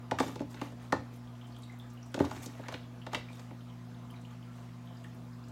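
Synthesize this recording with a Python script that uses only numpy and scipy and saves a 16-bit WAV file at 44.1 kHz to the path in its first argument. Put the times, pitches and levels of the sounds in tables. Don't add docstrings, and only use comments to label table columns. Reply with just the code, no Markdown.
import sys
import numpy as np
from scipy import signal
from scipy.fft import rfft, irfft, next_fast_len
from scipy.io import wavfile
from scipy.ndimage import uniform_filter1d, map_coordinates

SR = 44100
rng = np.random.default_rng(int(sys.argv[2]) if len(sys.argv) > 2 else 0)


def to_wav(s):
    ch = np.atleast_2d(s).T
    pcm = np.round(np.clip(ch, -1, 1) * 32767)
    wavfile.write(sys.argv[1], SR, pcm.astype(np.int16))


N = 243208
T = np.arange(N) / SR

# multiple of mains, level/dB rms
HUM_HARMONICS = [(1, -62.5), (2, -47), (4, -52.5), (6, -69)]
# t/s, level/dB rms
FAN_LEVEL = [(0, -55.5), (2, -69), (3, -59.5), (4.4, -55), (5.51, -56)]
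# f/Hz, relative density/dB
WHIR_SPECTRUM = [(20, -59), (40, -11.5), (70, -5.5), (100, -14), (170, -7.5), (280, -7.5), (420, -21.5),
                 (700, -20.5), (1300, -19), (1900, -25), (3500, -29), (7400, -36), (8600, -40.5),
                 (16000, -43.5)]
# f/Hz, half-width/Hz, gain/dB
CABINET_RESONANCES = [(487, 31, 9.5), (684, 72, 9), (863, 9.7, 9.5), (1033, 67, 5), (1200, 15, 6)]
MAINS_HZ, FAN_HZ = 60.16, 172.5
WHIR_MID_DB = -59.5

# thud level/dB, body level/dB, body f/Hz, click level/dB, sizzle level/dB
KNOCKS = [(0.112, -75, -24, 1430, -28, -43), (0.1157, -31, -14, 782, -48, -58),
          (0.1867, -52, -18, 1270, -30, -40), (.198, -28.5, -44, 837, -39, -39),
          (0.2019, -26, -12, 875, -29.5, -35.5), (0.2308, -34, -28, 851, -43, -56),
          (0.2797, -42, -38, 950, -57, -49), (.357, -38.5, -28, 477, -47.5, -49),
          (0.394, -63, -54, 452, -46, -58), (0.403, -31, -29, 615, -51, -54),
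          (0.416, -36, -29, 750, -66, -56), (0.5436, -52, -42, 834, -46, -54),
          (.615, -35, -26.5, 855, -35, -49), (.72, -51, -44, 474, -64, -60),
          (0.9233, -46, -18, 1300, -31.5, -38), (0.9249, -25, -8, 970, -34, -64),
          (.9634, -55, -34, 888, -49, -63), (2.1427, -36.5, -25.5, 555, -32, -42),
          (2.163, -55, -52, 595, -46, -52), (2.174, -38, -20.5, 600, -64, -63),
          (2.191, -46, -45, 484, -36, -49), (2.202, -20, -13, 615, -34.5, -51),
          (2.215, -37, -37, 485, -45, -59), (2.241, -58, -26, 930, -51, -57),
          (2.2494, -46, -49, 886, -42, -46.5), (2.3112, -72, -27, 840, -43.5, -46.5),
          (2.363, -42, -64, 940, -45, -51), (2.46, -42, -39, 463, -50, -38),
          (2.593, -42, -29.5, 590, -67, -65), (2.6839, -45.5, -30, 870, -35, -47),
          (2.7234, -56, -29, 614, -48, -49), (2.7408, -40.5, -35.5, 880, -29.5, -52.5),
          (3.0657, -43, -27, 560, -38, -52.5), (3.1317, -46, -22, 835, -37, -43.5),
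          (3.147, -37, -28, 990, -19.5, -39), (3.167, -62, -31.5, 495, -56, -60),
          (3.3, -55, -40, 917, -65, -65), (3.395, -63, -45, 820, -51.5, -54),
          (3.509, -43.5, -38.5, 640, -51, -80)]
# f/Hz, relative level/dB, t60/s
TUB_MODES = [(156, -6, 0.11), (200.6, -2.5, 0.15), (274.6, 7.5, 0.11), (333.4, -3, 0.13), (396, -3, 0.075),
             (498.4, 1, 0.032), (607, -6.5, 0.051), (750, -4, 0.026), (829, -2, 0.032), (971, -3.5, 0.022),
             (1183, -6.5, 0.024), (1450, -7, 0.022), (1837, -10, 0.042), (2015, -7.5, 0.028),
             (2350, -6, 0.0053), (2700, -8, 0.015), (3686, -5, 0.023)]
THUD_HZ, CLICK_HZ, SIZZLE_HZ = 260, 2470, 6500
TOP_REL_DB = -20

# t/s, relative level/dB
THUMPS = [(.13, -44), (.222, -47), (0.421, -52), (.942, -41), (2.21, -36), (2.351, -47), (2.72, -49),
          (3.162, -50)]
# f/Hz, relative level/dB, t60/s
COUNTER_MODES = [(59.3, -2, 0.083), (70.4, 2.5, 0.22), (88.8, 11, 0.23)]

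# start t/s, length/s, dull level/dB, bright level/dB
STROKES = [(0.172, 0.2, -47.5, -54), (0.491, 0.082, -59, -61.5), (0.553, 0.082, -52, -68),
           (0.591, 0.15, -53, -63), (0.778, 0.17, -57.5, -68.5), (1.123, 0.054, -62, -64.5),
           (2.155, 0.23, -51, -61.5), (2.285, 0.33, -54.5, -61.5), (2.42, 0.044, -72, -49),
           (2.517, 0.36, -56, -71), (2.688, 0.11, -54, -69), (3.105, 0.12, -48.5, -62),
           (3.286, 0.23, -61.5, -65.5), (4.082, 0.22, -72, -80), (4.293, 0.063, -71, -71),
           (4.497, 0.25, -61.5, -72), (4.903, 0.31, -66.5, -76)]
BITE_SHARE, EASE_DB = 0.29, 25.5

# t/s, relative level/dB, f/Hz
BEADS = [(1.274, -63, 3220), (1.3518, -66, 3140), (1.412, -57, 3070), (1.4435, -59, 3140),
         (1.5199, -64.5, 4440), (1.546, -61, 3150), (1.5646, -58, 3200), (1.633, -54.5, 3850),
         (1.696, -55.5, 2050), (1.7244, -62, 2200), (1.7984, -56.5, 3520), (1.972, -56.5, 2900),
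         (2.028, -61, 5700), (2.5844, -67, 1820), (2.6616, -50, 1850), (2.8325, -65, 3340),
         (3.017, -57, 3000), (3.2865, -55.5, 2360), (3.3294, -60, 3570), (3.6077, -63, 3220),
         (3.7, -65, 3060), (3.945, -64.5, 3680), (4.1026, -64, 3100), (4.11, -68, 4900), (4.14, -59, 2320),
         (4.1619, -60, 3910), (4.2495, -55, 3050), (4.306, -65, 3230), (4.4276, -64, 3020),
         (4.8735, -60.5, 3260), (4.9262, -64, 3080), (4.9706, -64, 4830), (5.0414, -59.5, 3070),
         (5.046, -58, 1830), (5.331, -69, 5050), (5.44, -66, 4840)]
# t/s, relative level/dB, centre f/Hz
TICKS = [(.279, -50, 7050), (1.1594, -56, 11100), (1.4686, -56, 7160), (1.5618, -57, 7390),
         (1.584, -58, 10400), (1.6192, -52, 7290), (1.6344, -55, 7880), (1.7205, -59, 7060),
         (1.786, -56.5, 12000), (1.8994, -54, 6800), (1.9325, -59, 13500), (2.0607, -58, 7700),
         (2.1161, -58, 8640), (3.3272, -59, 8000), (4.104, -54.5, 10700), (4.211, -58, 7400),
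         (4.554, -62, 7440), (4.8529, -61, 12900), (5.0393, -56.5, 7800), (5.1454, -61, 11100),
         (5.4819, -55, 7280)]
BEAD_T60_S, TICK_T60_S = 0.044, 0.04

# t/s, length/s, f/Hz, peak level/dB before wobble
SQUEAK = (4.445, .08, 1350, -58)

# f/Hz, t60/s
ROOM_DECAY = [(100, 0.55), (1000, 0.16), (4000, 0.38), (12000, 0.15)]
MIC_TOP_HZ, MIC_BASS_HZ = 15900, 50


def amp(db):
    return 10 ** (np.asarray(db) / 20)


def unit(x):
    return x / np.sqrt(np.mean(x ** 2) + 1e-20)


def along(points, hz):
    f, v = np.transpose(points)
    return np.interp(np.log(hz + 1), np.log(f + 1), v)


def wobble(rate_hz):
    knots = rng.standard_normal(int(N * rate_hz / SR) + 4)
    return map_coordinates(knots, [T * rate_hz])


def filtered(x, response):
    m = next_fast_len(len(x) + 8192)
    return irfft(rfft(x, m) * response(np.fft.rfftfreq(m, 1 / SR)), m)[:len(x)]


def dying(decay, size):
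    hz, t, z = signal.stft(rng.standard_normal(size), SR, nperseg=128)
    t60_s = along(decay, hz)[:, None]
    return signal.istft(z * amp(-60 * t / t60_s), SR, nperseg=128)[1][:size]


def patchy(depth_db, bins, frames):
    z = signal.stft(rng.standard_normal(N), nperseg=256)[2]
    field = uniform_filter1d(rng.standard_normal(z.shape), bins, axis=0)
    field = uniform_filter1d(field, frames, axis=1)
    return signal.istft(z * amp(depth_db * unit(field)), nperseg=256)[1][:N]


def puff(hz, width, size):
    noise = rng.standard_normal(size)
    return unit(filtered(noise, lambda f: 1 / (1 + ((f - hz) / (width * hz)) ** 2)))


def add(track, s, sound):
    track[round(s * SR):][:len(sound)] += sound


def refrigerator():
    hum = np.zeros(N)
    for k, db in HUM_HARMONICS:
        phase = 2 * np.pi * k * MAINS_HZ * T + 0.12 * wobble(2.96)
        hum += amp(db + 0.17 * wobble(6)) * np.sin(phase)

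    fan_db = np.interp(T, *np.transpose(FAN_LEVEL)) + 1.2 * wobble(16)
    fan_phase = 2 * np.pi * np.cumsum(FAN_HZ + 1.47 * wobble(1.5)) / SR
    fan = amp(fan_db) * np.sin(fan_phase)

    def whir_response(f):
        peaks_db = sum(db / (1 + ((f - c) / w) ** 2) for c, w, db in CABINET_RESONANCES)
        return amp(along(WHIR_SPECTRUM, f) + peaks_db)

    air = filtered(patchy(2.0, 3, 16), whir_response)
    middle = filtered(air, lambda f: (f > 400) & (f < 2500))
    return np.sqrt(2) * (hum + fan) + amp(WHIR_MID_DB) * air / np.std(middle)


def knocks():
    out, t = np.zeros(N + SR), np.arange(SR // 5) / SR
    hz, level_db, t60_s = np.transpose(TUB_MODES)[:, :, None]
    delay_s = (0.1498 / np.sqrt(hz) - .002).clip(0, .005)
    late = np.maximum(t - delay_s, 0)
    for s, thud_db, body_db, body_hz, click_db, sizzle_db in KNOCKS:
        colour = [(THUD_HZ, thud_db), (body_hz, body_db), (CLICK_HZ, click_db),
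                  (SIZZLE_HZ, sizzle_db), (16000, sizzle_db + TOP_REL_DB)]
        luck_db = 2 * rng.standard_normal(hz.shape)
        detune = .015 * rng.standard_normal(hz.shape)
        size = amp(along(colour, hz) + level_db + luck_db - 60 * late / t60_s)
        size *= 1 - np.exp(-late * hz * 4)
        size *= .6 + 1.2 * np.exp(-late / .005)
        ring = np.sum(size * np.sin(2 * np.pi * hz * (1 + detune) * late), axis=0)

        crack = dying([(300, 0.2), (1500, 0.015), (5000, 0.051), (14000, 0.024)], size=len(t))
        crack_colour = [(150, -87)] + colour
        crack = filtered(crack, lambda f: amp(along(crack_colour, f)) * np.minimum(f / 1500, 1))
        add(out, s, amp(-3.5) * ring + amp(5) * crack)
    return filtered(out[:N], lambda f: (1j * f / (1j * f + 110)) ** 2)


def thumps():
    out, t = np.zeros(N + SR), np.arange(SR // 3) / SR
    for s, db in THUMPS:
        ring = np.zeros(len(t))
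        for hz, level_db, t60_s in COUNTER_MODES:
            mode_db = level_db + rng.normal(0, 1.1) - 60 * t / t60_s
            ring += amp(mode_db) * np.sin(2 * np.pi * hz * t)
        add(out, s, amp(db) * (1 - np.exp(-t / 0.018)) * ring)
    return out[:N]


def scrape():
    gain = np.zeros((2, N))
    for s, length_s, *level_db in STROKES:
        shape = np.interp((T - s) / length_s, [0, BITE_SHARE, 1], [0, 1, amp(-EASE_DB)], right=0)
        gain += amp(level_db)[:, None] * shape
    dull_grit, bright_grit = [amp(2.5 * wobble(900)) * patchy(3.5, 6, 3) for _ in gain]
    # f/Hz, relative level/dB
    dull_colour = [(200, -1), (600, 8), (2000, 2), (4000, -5), (6000, -23.5), (9000, -98)]
    bright_colour = [(4000, -12), (6500, -5.0), (10000, -13.5), (13500, -13.5), (16000, -20)]
    dull = filtered(dull_grit, lambda f: amp(along(dull_colour, f)))
    bright = filtered(bright_grit, lambda f: amp(along(bright_colour, f)))
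    return gain[0] * unit(dull) + gain[1] * unit(bright)


def bracelet():
    out, t = np.zeros(N + SR), np.arange(SR // 8) / SR
    for s, db, hz in BEADS:
        envelope = amp(db - 60 * t / BEAD_T60_S) * (1 - np.exp(-t / 0.00027))
        tone = np.sin(2 * np.pi * hz * t) * np.cos(rng.uniform(60, 190) * t)
        add(out, s, envelope * (tone + 1.74 * puff(hz, 0.083, len(t))))

    stray = rng.random((45, 3)) * [N / SR, 8, 11000] + [0, -84, 4000]
    for s, db, hz in [*TICKS, *stray]:
        envelope = amp(db - 60 * t / TICK_T60_S) * (1 - np.exp(-t / 0.0029))
        add(out, s, envelope * puff(hz, 0.28, len(t)))
    return out[:N]


def squeak():
    s, length_s, hz, db = SQUEAK
    swell = np.sin(np.pi * np.clip((T - s) / length_s, 0, 1)) ** .5
    return amp(db + 4.2 * wobble(60)) * swell * np.sin(2 * np.pi * hz * T + 0.56 * wobble(50))


def room(x):
    out, hop = np.zeros(N + SR), 11025
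    for k in range(0, N, hop):
        tail = dying(ROOM_DECAY, size=SR // 2)
        echo = signal.fftconvolve(x[k:k + hop], tail / np.linalg.norm(tail))
        add(out, k / SR + .007, echo)
    return out[:N]


def scene():
    near = knocks() + scrape() + squeak()
    beads = bracelet()
    echo = room(amp(-9.5) * near + amp(-5.5) * beads)
    return (near + beads + echo + thumps() + refrigerator())[None]


def record(dry):
    return filtered(dry[0], lambda f: (f < MIC_TOP_HZ) * (1j * f / (1j * f + MIC_BASS_HZ)) ** 2)[None]


dry = scene()
out = record(dry)
to_wav(out)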